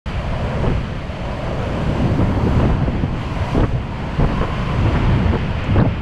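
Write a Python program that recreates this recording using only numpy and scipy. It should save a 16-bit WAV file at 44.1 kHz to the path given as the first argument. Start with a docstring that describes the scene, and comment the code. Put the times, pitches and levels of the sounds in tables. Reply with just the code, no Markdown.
"""Heavy low rumble: a typhoon buffets a microphone beside a railing in the open.
Large eddies are shaped noise and short uneven sine bursts; ragged blasts tear across the port as
noise thumps with rasp and crackle on their crests. Behind them two fuzzy bands howl in the railing,
wide patchy noise roars, and rain, spray and mist hiss in higher bands. A few drops tick."""
import sys
import numpy as np
from scipy import signal
from scipy.fft import rfft, irfft, next_fast_len
from scipy.io import wavfile
from scipy.ndimage import uniform_filter1d, minimum_filter1d, map_coordinates

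SR = 44100
rng = np.random.default_rng(int(sys.argv[2]) if len(sys.argv) > 2 else 0)


def wav_record(signal):
    """Record a signal, one row per channel, as 16-bit PCM in the file named by sys.argv[1]."""
    frames = np.transpose(np.atleast_2d(signal))
    bounded = np.clip(frames, -1, 1)
    # unit amplitude maps onto the largest positive 16-bit level
    quanta = np.round(bounded * 32767).astype(np.int16)
    wavfile.write(sys.argv[1], SR, quanta)


N = 265437

# Spectrum tables: freq_hz, relative_db. Only the shape counts; the noise is scaled to rms 1.
# large, smaller and smallest eddies on the microphone
RUMBLE_SPECTRUM = [(8, -29), (20, -2.5), (35, -7), (48, -7.5), (62, -0.5), (76, -6), (100, -10), (150, -49),
                   (500, -100)]
CHURN_SPECTRUM = [(40, -17), (78, -5.5), (105, 1), (140, 0), (190, -4), (260, -12), (400, -23.5),
                  (800, -24.5), (2500, -100)]
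EDDY_SPECTRUM = [(90, -42), (170, 1), (260, -2), (380, -7), (600, -20), (1000, -17), (1500, -35),
                 (3000, -47), (7000, -100)]
# low push, rasp and spit of a blast: freq_hz, relative_db
THUMP_SPECTRUM = [(12, -25), (35, 1.5), (75, 1.5), (130, 0), (250, 5), (400, -8), (800, -17), (2500, -100)]
TEAR_SPECTRUM = [(120, 3.5), (300, -4), (500, 3), (700, -3.5), (950, -8.5), (1400, -21), (2000, -37),
                 (3200, -38), (5000, -57), (10000, -100)]
CRACKLE_SPECTRUM = [(500, -20), (950, 4), (1400, 1), (1900, -6), (2400, -14), (3300, -20), (5000, -61),
                    (10000, -95)]
# wind all around, rain, and the finer water: freq_hz, relative_db
ROAR_SPECTRUM = [(120, -35), (300, -1.5), (430, 0), (700, -1.5), (830, -5.5), (1200, -10), (1500, -9.5),
                 (2000, -18), (6000, -73)]
RAIN_SPECTRUM = [(500, -6.5), (1100, 5.5), (1600, 1.5), (2100, 1.5), (2550, 0.5), (3100, -1), (3450, -7.5),
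                 (3950, -14.5), (4600, -15), (5300, -19.5), (12000, -75)]
SPRAY_SPECTRUM = [(3000, -2.5), (4500, 5), (5400, -4.5), (6100, -2), (6800, -6), (7900, -7), (9300, -16.5),
                  (10100, -15.5), (10900, -14), (12000, -25.5), (15000, -61)]
MIST_SPECTRUM = [(3000, -54), (7000, -1.5), (11000, -4), (12000, -7.5), (13300, -10), (15000, -24)]
# bright rain sheets and airy hiss: freq_hz, relative_db
SQUALL_SPECTRUM = [(1200, -23), (2000, 4), (2700, 6), (3200, -7), (3700, -20), (5000, -44)]
AIR_SPECTRUM = [(7000, -30), (10500, -2), (13000, 2), (14300, -11), (15000, -13)]

# strength of the flow over the microphone: time_s, flow_db
FLOW = [(0.17, -26.5), (0.25, -26), (0.54, -25), (0.68, -18), (1.09, -32.5), (1.62, -26), (1.89, -20.5),
        (2.25, -21.5), (2.56, -14.5), (2.82, -19.5), (3.12, -23.5), (3.66, -27), (3.8, -29), (3.92, -27.5),
        (4.07, -27.5), (4.33, -22.5), (4.65, -20.5), (4.87, -18.5), (4.99, -19), (5.28, -16), (5.53, -23),
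        (5.69, -23.5), (6.0, -30)]
# how finely the flow breaks up: time_s, small_eddies_relative_db
BREAKUP = [(0.5, -12), (0.85, -2.5), (1.5, -2), (2.15, 3.5), (2.5, 0), (2.8, -3.5), (3.3, -4.5),
           (4.4, -2.5), (4.58, -13), (4.85, -2), (5.1, 0), (5.35, -6), (5.55, -15), (6.0, -12)]
# single large eddies: centre_s, level_db (before THUD_OFFSET_DB), centre_hz
THUDS = [(0.18, -21.5, 73), (0.444, -20, 70), (0.672, -15, 50), (0.72, -20, 115), (0.777, -20.5, 67.5),
         (1.592, -18, 78), (1.908, -17, 158), (2.057, -17, 179.5), (2.129, -14.5, 135.4), (2.2, -15.5, 261),
         (2.225, -14, 121), (2.25, -17, 36), (2.29, -17, 108), (2.38, -16, 250), (2.444, -17, 137.4),
         (2.46, -16, 278.3), (2.575, -13, 123.4), (2.671, -14, 119), (2.729, -13, 50), (2.831, -16, 114.6),
         (2.876, -17.5, 69.8), (3.044, -19.5, 94), (3.416, -15, 109.7), (3.545, -16, 123), (3.6, -16.5, 36),
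         (3.615, -12, 111), (3.73, -17, 34.2), (3.756, -14.5, 135.5), (3.785, -21, 173.6),
         (4.2, -15, 134.7), (4.23, -10.5, 36), (4.245, -16, 99), (4.328, -17, 141.8), (4.393, -18, 89.9),
         (4.796, -15.5, 112.1), (4.876, -15, 120), (4.958, -14, 94), (5.061, -17, 38), (5.09, -14.5, 120.4),
         (5.137, -14, 114.5), (5.188, -19, 195), (5.289, -15, 100), (5.319, -20.5, 259.7),
         (5.717, -13.5, 100), (5.769, -12.5, 119), (5.806, -9.5, 129), (5.872, -12.5, 155),
         (5.925, -18, 167.5)]
# blasts across the port: start_s, hold_s, level_db (before THUMP_OFFSET_DB),
# tear_db and crackle_db (both relative to level_db)
BLASTS = [(0.64, 0.009, -29.5, 10.5, -7), (0.665, 0.011, -21.5, 5, -10.5), (0.683, 0.032, -25, -8, -13),
          (2.198, 0.027, -23, -3, -14), (2.479, 0.0077, -26, 1, -13), (2.601, 0.018, -22.5, -1, -8),
          (2.633, 0.025, -19, -1.5, -14), (2.697, 0.0069, -24, 4.5, -16), (2.815, 0.021, -24.5, -8, -18),
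          (2.875, 0.011, -22, -5, -22), (2.951, 0.012, -24, -5, -15), (3.033, 0.011, -22, -2.5, -27),
          (3.552, 0.0079, -19, -2, -18), (3.578, .011, -17.5, -3.5, -14), (3.601, .007, -22, 5, -10),
          (3.63, .016, -18, -2.5, -9), (4.2, 0.028, -24.5, 2.5, -13), (4.237, 0.0094, -27.5, 8, -4),
          (4.305, 0.022, -29.5, 3, -8), (4.416, 0.025, -28.5, 6.5, 1.5), (4.851, 0.022, -23, -1, -11),
          (4.904, .013, -25, 3, -11), (4.953, .018, -26, 0, -2.5), (5.264, 0.0085, -23.5, 2, -7),
          (5.306, 0.0064, -29, -2, -16), (5.336, .008, -22.5, 4, -11), (5.354, .008, -25, 5.5, -1.5),
          (5.76, 0.0097, -18, -3, -18), (5.79, 0.014, -17, 3, -5.5), (5.813, 0.01, -19, 1.5, -11),
          (5.851, 0.0085, -19.5, 2, -18)]
# gusts in the railing: centre_s, spread_s (to 1/e power), low_hz, low_db, high_hz, high_db
HOWL_GUSTS = [(0.329, 0.17, 606.4, -32, 980, -39.5), (0.578, 0.17, 537, -32.5, 985, -38),
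              (1.301, 0.057, 595, -40, 974, -37), (1.68, 0.53, 569.3, -29.5, 977.5, -41),
              (2.5, 0.23, 561, -43, 962, -35.5), (3.216, 0.11, 620, -50, 1005, -38),
              (3.482, 0.13, 633.6, -33, 950, -34.5), (3.75, 0.04, 490, -33.5, 957, -50),
              (4.027, 0.19, 598, -50, 956, -38), (4.43, 0.18, 590, -37.5, 1050, -33),
              (4.7, 0.076, 590, -37, 982, -34), (5.019, 0.2, 582, -36, 947, -34.5),
              (5.6, .17, 588, -45, 941, -42)]
# full width at half amplitude of the low and high howl noise: width_hz
HOWL_WIDTHS_HZ = (260, 165)
# strength of the wind all around: time_s, wind_db (before ROAR_OFFSET_DB)
WIND = [(0.26, -37), (0.53, -29.5), (0.83, -39.5), (1.14, -48), (1.52, -31.5), (2.59, -29.5), (2.88, -32),
        (3.1, -35.5), (3.47, -32.5), (3.65, -41), (3.94, -34.5), (4.34, -33.5), (4.96, -31.5), (5.81, -32),
        (6.0, -37)]
# driven water: time_s, rain_db, spray_db (before their offsets)
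DOWNPOUR = [(0.1, -39.5, -55.5), (0.18, -40, -57.5), (0.64, -40, -56), (0.92, -41.5, -59.5),
            (1.86, -39.5, -54.5), (2.38, -41.5, -56), (2.6, -39, -55), (2.8, -42.5, -60.5),
            (3.12, -43, -60.5), (3.2, -40.5, -56.5), (3.45, -39, -55), (3.54, -39.5, -52), (3.64, -42, -57),
            (3.8, -44.5, -62), (4.27, -38.5, -56), (4.95, -36, -55), (5.33, -39, -59), (5.79, -37.5, -60),
            (5.8, -47, -66), (5.9, -39.5, -64), (6.0, -42.5, -64)]
# bright sheets of rain: centre_s, spread_s (to 1/e power), level_db
SQUALLS = [(3.36, 0.13, -49), (4.55, 0.2, -53), (5.64, 0.098, -38.5), (5.92, 0.087, -43)]
# airy hiss of the fastest gusts: centre_s, spread_s (to 1/e power), level_db
AIR_GUSTS = [(2.28, .16, -70), (2.52, 0.1, -67), (3.5, .13, -73)]
# water flung against the housing: start_s, level_db (before DROP_OFFSET_DB), centre_hz
DROPS = [(3.604, -32.5, 3160), (5.641, -49, 6800), (5.801, -36.5, 3800), (5.812, -46, 4260)]

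# levels at the reference flow; growth in dB per dB of flow
FLOW_REF_DB = -20
RUMBLE_DB, RUMBLE_GROWTH = -23, 0.48
CHURN_DB, CHURN_GROWTH = -22.5, 0.55
EDDY_DB, EDDY_GROWTH = -26.5, 0.73
# lumps in the flow: limits in dB of flow, before growth
LUMP_RATE_HZ, LARGE_LUMP_FLOW_DB, SMALL_LUMP_FLOW_DB = 13, 4, 3.16
THUD_OFFSET_DB, THUD_SIGMA_S = -2.5, 0.019
THUD_SCATTER, THUD_SCATTER_RATE_HZ = 0.325, 130  # rms of log turning speed
BLAST_ATTACK_S, BLAST_RELEASE_S = 0.0087, 0.011  # amplitude time constants
THUMP_OFFSET_DB, TEAR_GROWTH = 3, 1.45  # TEAR_GROWTH: dB of tear and crackle per dB of swell
FLUTTER_RATE_HZ, FLUTTER_DB = 53, -0.5
CRACKLE_GRAIN_DB, CRACKLE_GRAIN_RATE_HZ = 3, 540
HOWL_SWAY, HOWL_TREMBLE = 0.0153, 0.01495  # rms shares of pitch, slow and quick
ROAR_OFFSET_DB, RAIN_OFFSET_DB, SPRAY_OFFSET_DB = -0.54, 5, 8
MIST_DB, SPRAY_REF_DB, MIST_GROWTH = -67, -55.5, 1.8  # mist level at spray level; dB per dB
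DROP_OFFSET_DB = 6
CEILING, LIMITER_S = 0.79, 0.008
START_S, TOP_HZ = 0.058, 15100


def amp(db):
    """Decibels to gain."""
    return 10 ** (np.asarray(db) / 20)


def unit(x):
    """Scale to rms 1."""
    return x / np.sqrt(np.mean(x ** 2) + 1e-20)


def clock():
    """Time of each sample in seconds."""
    return np.arange(N) / SR


def curves(rows):
    """Interpolate each column after the time to one value per sample."""
    time_s, *columns = np.transpose(rows)
    return [np.interp(clock(), time_s, column) for column in columns]


def wobble(rate_hz):
    """Smooth random curve at rms 1, rate_hz knots a second."""
    knots = rng.standard_normal(4096)
    return unit(map_coordinates(knots, [clock() * rate_hz + 2], mode="wrap"))


def white():
    """Fresh white noise."""
    return rng.standard_normal(N)


def filtered(x, response):
    """Multiply the spectrum of x by a response of frequency in Hz."""
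    size = next_fast_len(N + SR // 2)
    freq_hz = np.fft.rfftfreq(size, 1 / SR)
    return irfft(rfft(x, size) * response(freq_hz), size)[:N]


def coloured(x, spectrum):
    """Shape x by a spectrum table on a log frequency axis, at rms 1."""
    freq_hz, relative_db = np.transpose(spectrum)

    def response(hz):
        return amp(np.interp(np.log(hz + 1), np.log(freq_hz + 1), relative_db))

    return unit(filtered(x, response))


def even(x, span_s):
    """Level the slow drift to rms 1 over a sliding window; fast flutter stays."""
    window = signal.windows.hann(int(span_s * SR) + 3)
    power = np.abs(signal.fftconvolve(x ** 2, window / window.sum(), "same"))
    return x / np.sqrt(power + 1e-6)


def patchy(depth_db):
    """Noise with patches of random gain in time and frequency; depth_db is rms."""
    z = signal.stft(white(), nperseg=1024)[2]
    field = uniform_filter1d(rng.standard_normal(z.shape), size=7, axis=0)
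    field = uniform_filter1d(field, size=8, axis=1)
    return signal.istft(z * amp(depth_db * unit(field)), nperseg=1024)[1][:N]


def ragged(pressure, depth):
    """Small eddies break loose in puffs on the crests of the large ones."""
    return white() * np.exp(depth * np.tanh(pressure))


def swells(rows):
    """Gain of bell-shaped swells, summed in power."""
    power = sum(amp(db) ** 2 * np.exp(-((clock() - centre_s) / spread_s) ** 2)
                for centre_s, spread_s, db in rows)
    return np.sqrt(power)


def buffeting():
    """Large eddies rumble, smaller ones churn; the smallest grow fastest as the flow speeds up."""
    flow_db = curves(FLOW)[0] - FLOW_REF_DB
    breakup_db, = curves(BREAKUP)
    rumble = even(coloured(white(), RUMBLE_SPECTRUM), span_s=0.81)
    churn = even(coloured(white(), CHURN_SPECTRUM), span_s=0.082)
    puffs = ragged(unit(rumble + churn), depth=0.31)
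    eddies = even(coloured(puffs, EDDY_SPECTRUM), span_s=0.05)
    large_db = flow_db + LARGE_LUMP_FLOW_DB * np.tanh(wobble(LUMP_RATE_HZ))
    small_db = flow_db + SMALL_LUMP_FLOW_DB * np.tanh(wobble(LUMP_RATE_HZ))
    rumble_gain = amp(RUMBLE_DB + RUMBLE_GROWTH * large_db)
    churn_gain = amp(CHURN_DB + CHURN_GROWTH * small_db)
    eddy_gain = amp(EDDY_DB + breakup_db + EDDY_GROWTH * small_db)
    return rumble_gain * rumble + churn_gain * churn + eddy_gain * eddies


def thuds():
    """A single eddy rocks the microphone for a few uneven turns at its own centre frequency."""
    now = clock()
    # log-normal turning speed, mean near 1
    speed = np.exp(THUD_SCATTER * (wobble(THUD_SCATTER_RATE_HZ) - THUD_SCATTER / 2))
    swirl_s = np.cumsum(speed) / SR
    out = np.zeros(N)
    for (centre_s, db, hz), start_turn in zip(THUDS, rng.random(len(THUDS))):
        near = slice(*np.searchsorted(now, [centre_s - 0.1, centre_s + 0.1]))
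        bell = np.exp(-((now[near] - centre_s) / THUD_SIGMA_S) ** 2 / 2)
        turns = hz * (swirl_s[near] - swirl_s[near].mean()) + start_turn
        push = amp(db + THUD_OFFSET_DB) * bell
        out[near] += np.sqrt(2) * push * np.sin(2 * np.pi * turns)
    return out


def blasts():
    """Low fluttering thumps; torn air rasps and crackles on their crests. Attack beats release."""
    push_power, tear_power, crackle_power = np.zeros((3, N))
    now = clock()
    for start_s, hold_s, db, tear_db, crackle_db in BLASTS:
        near = slice(*np.searchsorted(now, [start_s - 0.1, start_s + 0.2]))
        before = np.maximum(start_s - now[near], 0) / BLAST_ATTACK_S
        after = np.maximum(now[near] - start_s - hold_s, 0) / BLAST_RELEASE_S
        swell = np.exp(-before - after)
        sharp_swell = swell ** TEAR_GROWTH
        push_power[near] += (amp(db) * swell) ** 2
        tear_power[near] += (amp(db + tear_db) * sharp_swell) ** 2
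        crackle_power[near] += (amp(db + crackle_db) * sharp_swell) ** 2
    thump = even(coloured(white(), THUMP_SPECTRUM), span_s=0.036)
    tear = even(coloured(ragged(thump, depth=0.55), TEAR_SPECTRUM), span_s=0.036)
    grains = ragged(thump, depth=1.0) * amp(CRACKLE_GRAIN_DB * wobble(CRACKLE_GRAIN_RATE_HZ))
    crackle = even(coloured(grains, CRACKLE_SPECTRUM), span_s=0.033)
    flutter = amp(FLUTTER_DB * np.tanh(wobble(FLUTTER_RATE_HZ)))
    low = amp(THUMP_OFFSET_DB) * np.sqrt(push_power) * thump
    return flutter * (low + np.sqrt(tear_power) * tear + np.sqrt(crackle_power) * crackle)


def howling():
    """Rails and posts shed vortices in two fuzzy bands; pitch glides between gusts and wavers."""
    centre_s, spread_s, low_hz, low_db, high_hz, high_db = np.transpose(HOWL_GUSTS)
    sway = wobble(6)  # shared by both bands
    out = np.zeros(N)
    for width_hz, hz, db in zip(HOWL_WIDTHS_HZ, (low_hz, high_hz), (low_db, high_db)):
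        fuzz = unit(filtered(white(), lambda f: 1 / (1 + (2 * f / width_hz) ** 2)))
        waver = 1 + HOWL_SWAY * sway + HOWL_TREMBLE * wobble(17)
        pitch_hz = np.interp(clock(), centre_s, hz) * waver
        phase = 2 * np.pi * np.cumsum(pitch_hz) / SR
        # reversed fuzz serves as a second noise in quadrature
        band = fuzz * np.cos(phase) + fuzz[::-1] * np.sin(phase)
        out += swells(zip(centre_s, spread_s, db)) * even(band, span_s=0.22)
    return out


def storm():
    """Wide wind roar, sheets of rain, grainy spray, and mist that grows faster than the spray."""
    wind_db, = curves(WIND)
    rain_db, spray_db = curves(DOWNPOUR)
    sheets = wobble(13)  # shared by rain and spray
    roar_gain = amp(wind_db + ROAR_OFFSET_DB + 0.43 * wobble(5.3))
    roar = roar_gain * coloured(patchy(depth_db=1.6), ROAR_SPECTRUM)
    rain_gain = amp(rain_db + RAIN_OFFSET_DB + 0.58 * sheets)
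    rain = rain_gain * coloured(patchy(depth_db=0.23), RAIN_SPECTRUM)
    droplets = patchy(depth_db=1.3) * amp(0.62 * wobble(600))
    spray_gain = amp(spray_db + SPRAY_OFFSET_DB + 0.17 * sheets)
    spray = spray_gain * coloured(droplets, SPRAY_SPECTRUM)
    mist_gain = amp(MIST_DB + MIST_GROWTH * (spray_db - SPRAY_REF_DB))
    mist = mist_gain * coloured(white() * amp(2 * wobble(500)), MIST_SPECTRUM)
    return roar + rain + spray + mist


def squalls():
    """A passing sheet of rain swells in a narrow, sizzling band of patchy noise."""
    return swells(SQUALLS) * coloured(patchy(depth_db=1.5), SQUALL_SPECTRUM)


def airy_hiss():
    """The fastest gusts add a high grainy hiss that swells and fades."""
    return swells(AIR_GUSTS) * coloured(white() * amp(2 * wobble(400)), AIR_SPECTRUM)


def drops():
    """A drop on the housing ticks: a noise band with a sharp onset and a 60 dB fall in 27 ms."""
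    out = np.zeros(N)
    for start_s, db, hz in DROPS:
        age_s = np.maximum(clock() - start_s, 0)
        splash = unit(filtered(white(), lambda f: np.exp(-(np.log((f + 1) / hz) / 0.2) ** 2)))
        onset = 1 - np.exp(-age_s / 0.00065)
        out += amp(db + DROP_OFFSET_DB - 60 * age_s / 0.027) * onset * splash
    return out


def scene():
    """All sources sum at one microphone."""
    near = buffeting() + thuds() + blasts()
    behind = howling() + storm() + squalls() + airy_hiss() + drops()
    return (near + behind)[None]


def record(dry):
    """Silence, a 2 ms opening, a limiter that ducks around peaks over CEILING, a cut at TOP_HZ."""
    opening = np.clip((clock() - START_S) / 0.002, 0, 1)
    x = dry[0] * opening
    size = int(LIMITER_S * SR)
    needed_gain = CEILING / np.maximum(np.abs(x), CEILING)
    gain = uniform_filter1d(minimum_filter1d(needed_gain, size), size)
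    return filtered(x * gain, lambda hz: hz < TOP_HZ)[None]


dry = scene()
out = record(dry)
wav_record(out)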